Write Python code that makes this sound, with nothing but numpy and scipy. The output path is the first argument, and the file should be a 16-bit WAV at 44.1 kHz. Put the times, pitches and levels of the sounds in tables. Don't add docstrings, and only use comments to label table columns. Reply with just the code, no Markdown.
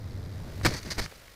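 import sys
import numpy as np
from scipy.fft import rfft, irfft, next_fast_len
from scipy.io import wavfile
from scipy.ndimage import map_coordinates

SR = 44100
rng = np.random.default_rng(int(sys.argv[2]) if len(sys.argv) > 2 else 0)


def dump_mix(stems):
    frames = np.atleast_2d(stems).T
    limited = np.clip(frames, -1, 1)
    pcm = np.round(limited * 32767).astype(np.int16)
    wavfile.write(sys.argv[1], SR, pcm)


N = 59535


def amp(db):
    return 10 ** (np.asarray(db) / 20)


def unit_rms(x):
    return x / np.sqrt(np.mean(x ** 2) + 1e-20)


def clock():
    return np.arange(N) / SR


def fader(points):
    return amp(np.interp(clock(), *np.transpose(points)))


def wobble(rate_hz):
    return map_coordinates(rng.standard_normal(8192), [clock() * rate_hz], mode='wrap')


def filtered(x, response):
    size = next_fast_len(N + SR // 2)
    return irfft(rfft(x, size) * response(np.fft.rfftfreq(size, 1 / SR)), size)[:N]


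def coloured(x, spectrum):
    points_hz, db = np.transpose(spectrum)
    return unit_rms(filtered(x, lambda hz: amp(np.interp(np.log(hz + 1), np.log(points_hz), db))))


def noise(spectrum):
    return coloured(rng.standard_normal(N), spectrum)


def crackle(spectrum, snaps_per_s, clump_hz, clump_db):
    snaps = (rng.random(N) < snaps_per_s / SR) * rng.standard_normal(N)
    clumps = amp(clump_db * np.tanh(wobble(clump_hz)))
    return coloured(snaps * clumps, spectrum)


def envelope(start_s, length_s, t60_s, attack_s=0.0016):
    t = clock() - start_s
    return np.clip(t / attack_s, 0, 1) * amp(-60 * np.maximum(t - length_s, 0) / t60_s)


# start_s, length_s, level_db, release_t60_s
BLOWS = [(.648, 0.0034, -22, 0.035), (.653, 0.011, -14, 0.038), (0.9783, 0.012, -30.5, 0.052),
         (.992, 0.0067, -28.5, 0.044)]
# frequency_hz, level_db
CRUNCH_SPECTRUM = [(40, -3.5), (200, 2), (550, -4.5), (1000, -6.5), (1400, -5.5), (2250, -6), (2700, -16),
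                   (3600, -14.5), (4500, -7.5), (6500, -19), (8500, -19), (11000, -27.5), (13500, -22.5),
                   (15500, -45)]


def ground_blows():
    force = sum(amp(db) * envelope(start, length, t60) for start, length, db, t60 in BLOWS)
    crunch = force * crackle(CRUNCH_SPECTRUM, snaps_per_s=9000, clump_hz=600, clump_db=4.5)
    ring_db = -11.5
    return crunch + sum(amp(db + ring_db) * airframe_ring(start) for start, _, db, _ in BLOWS)


# pitch_hz, relative_level_db, t60_s
AIRFRAME_MODES = [(202, 2, 0.12), (299, -3.5, .1), (481, 1, 0.078), (602, -3.5, 0.093), (711, -7.5, 0.094),
                  (916, -8, 0.1), (1486, -9, 0.11), (1820, -4, .07), (2046, -10, .08), (2274, -7.5, 0.081),
                  (2453, -2, 0.049)]


def airframe_ring(start_s):
    t = clock() - start_s
    ring = np.zeros(N)
    for hz, db, t60 in AIRFRAME_MODES:
        gain = amp(db + rng.normal(0, 1.6)) * envelope(start_s, 0, t60)
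        phase = 2 * np.pi * (hz * t + rng.random()) + 0.33 * wobble(150)
        ring += gain * np.sin(phase)
    return ring


# start_s, pitch_hz, level_db, t60_s
THUMPS = [(0.638, 64.6, -22, .1), (0.649, 32, -33, 0.13), (.656, 104.6, -23, 0.11),
          (0.6741, 111.6, -20, 0.076), (0.979, 44.8, -23.5, 0.16), (1.002, 24, -23.5, 0.078)]


def airframe_thumps():
    sway = np.zeros(N)
    for start, hz, db, t60 in THUMPS:
        t = np.maximum(clock() - start, 0)
        sway += amp(db - 60 * t / t60) * np.sin(2 * np.pi * hz * t)
    return sway


# start_s, length_s, swish_db, rumble_db
GRASS_STROKES = [(0.631, 0.012, -41.5, -36.5), (0.67, 0.024, -39, -34), (0.702, 0.03, -42, -37),
                 (.736, 0.019, -37.5, -37), (0.763, 0.022, -39.5, -43.5), (0.787, 0.025, -57, -48),
                 (0.826, 0.0064, -42, -52), (0.846, 0.046, -49.5, -42), (0.902, 0.0088, -28, -36),
                 (0.916, 0.0091, -34, -43.5), (0.944, 0.0088, -45.5, -49), (0.967, 0.011, -51.5, -45),
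                 (0.987, 0.015, -39.5, -39), (1.011, .018, -38.5, -39.5), (1.033, 0.0092, -37, -47),
                 (1.049, .011, -44.5, -45), (1.11, 0.007, -50, -47), (1.147, 0.0084, -52, -57.5)]
# frequency_hz, level_db
SWISH_SPECTRUM = [(300, -13), (1200, -8), (2150, 0.5), (2700, -12.5), (3600, -6.5), (4700, 3), (5500, -5.5),
                  (6100, -2), (7200, -14), (9500, -16), (15000, -26.5)]
# frequency_hz, level_db
HULL_SPECTRUM = [(40, 6), (150, 4), (300, -1), (430, -3), (620, -7), (900, -11.5), (2100, -8.5),
                 (2800, -18.5), (5000, -18.5), (15000, -35)]


def grass_scrapes():
    swish, rumble = np.zeros(N), np.zeros(N)
    for start, length, swish_db, rumble_db in GRASS_STROKES:
        contact = envelope(start, length, t60_s=0.048, attack_s=0.0044)
        swish += amp(swish_db) * contact
        rumble += amp(rumble_db) * contact
    swish *= crackle(SWISH_SPECTRUM, snaps_per_s=5000, clump_hz=380, clump_db=3.5)
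    rumble *= crackle(HULL_SPECTRUM, snaps_per_s=6000, clump_hz=250, clump_db=2)
    return swish + rumble


def hull_groan():
    start_s, length_s, from_hz, to_hz, level_db = 0.708, 0.0158, 750, 100, -33.5
    progress = np.clip((clock() - start_s) / length_s, 0, 1)
    pitch_hz = from_hz + (to_hz - from_hz) * progress
    phase = 2 * np.pi * np.cumsum(pitch_hz) / SR + 0.56 * wobble(400)
    return amp(level_db) * envelope(start_s, length_s, t60_s=0.03, attack_s=0.0047) * np.sin(phase)


# start_s, level_db, pitch_hz
KNOCKS = [(0.6118, -26.5, 730), (0.749, -32.5, 650), (1.0603, -31.5, 1600), (1.117, -45, 1700),
          (1.123, -39.5, 495), (1.28, -43.5, 1720)]


def loose_parts():
    q = 1.28
    knocks = np.zeros(N)
    for start, db, hz in KNOCKS:
        def resonance(f):
            return (1j * f * hz / (q * (hz * hz - f * f) + 1j * f * hz)) ** 2
        body = unit_rms(filtered(rng.standard_normal(N), resonance))
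        knocks += amp(db) * envelope(start, length_s=0.00097, t60_s=0.014) * body
    return knocks


# time_s, level_db
AIRFLOW = [(0, -41), (.12, -39.5), (.21, -37.5), (.42, -37), (.58, -38.5), (.72, -36.5), (.81, -54),
           (.87, -35.5), (.95, -45.5), (1.03, -37.5), (1.11, -57.5), (1.35, -73)]
# frequency_hz, level_db
WIND_SPECTRUM = [(20, -7), (45, -9), (70, -1), (95, 1), (125, -2), (165, -9.5), (230, -12.5), (400, -19),
                 (620, -22.5), (900, -28.5), (2000, -36), (3000, -55), (15000, -74)]


def wind():
    buffeting = amp(1.17 * wobble(39.4))
    return fader(AIRFLOW) * buffeting * noise(WIND_SPECTRUM)


# frequency_hz, level_db
TICK_SPECTRUM = [(200, 0), (1200, -5), (2100, 2.5), (2700, -12), (3700, 0.5), (4800, 2), (7000, -11),
                 (15000, -23)]


def propeller():
    blade_pass_hz, stop_s, tick_db = 91.6, 0.65, -59
    hum_db = -6.5
    phase = 2 * np.pi * blade_pass_hz * clock() + 0.3 * wobble(6.7)
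    passes = unit_rms(amp(7 * np.cos(phase) + 1.56 * wobble(89.8)))
    hum_gain = fader(AIRFLOW) * amp(hum_db + 3.7 * wobble(18))
    hum = hum_gain * np.sin(phase + 0.9 * wobble(30))
    ticks = amp(tick_db) * passes * noise(TICK_SPECTRUM)
    return envelope(0, stop_s, t60_s=0.1) * (ticks + hum)


# time_s, level_db
HISS_LEVEL = [(0, -60), (.35, -57), (.6, -51.5), (1.1, -51), (1.35, -53.5)]
# frequency_hz, level_db
HISS_SPECTRUM = [(25, 11), (55, 15.5), (110, 6), (180, 3.5), (350, 1.5), (520, 6.5), (850, -1.5), (1900, 2),
                 (2800, -3.5), (4500, -3.5), (8000, -9.5), (15000, -13)]


def camera_noise():
    flutter_hz, flutter_depth = 50, 0.24
    whine_hz, whine_db = 11800, -74.5
    t = clock()
    flutter = 1 + flutter_depth * np.cos(2 * np.pi * flutter_hz * t)
    hiss = fader(HISS_LEVEL) * flutter * noise(HISS_SPECTRUM)
    whine = amp(whine_db) * np.sin(2 * np.pi * whine_hz * t + 1.4 * wobble(120))
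    return hiss + whine


def scene():
    glide = wind() + propeller()
    landing = ground_blows() + airframe_thumps()
    slide = hull_groan() + grass_scrapes() + loose_parts()
    return (glide + landing + slide + camera_noise())[None]


def record(dry):
    ceiling, hardness, cutoff_hz = amp(-12), 4, 15600
    saturated = dry[0] / (1 + np.abs(dry[0] / ceiling) ** hardness) ** (1 / hardness)
    return filtered(saturated, lambda hz: hz < cutoff_hz)[None]


dry = scene()
out = record(dry)
dump_mix(out)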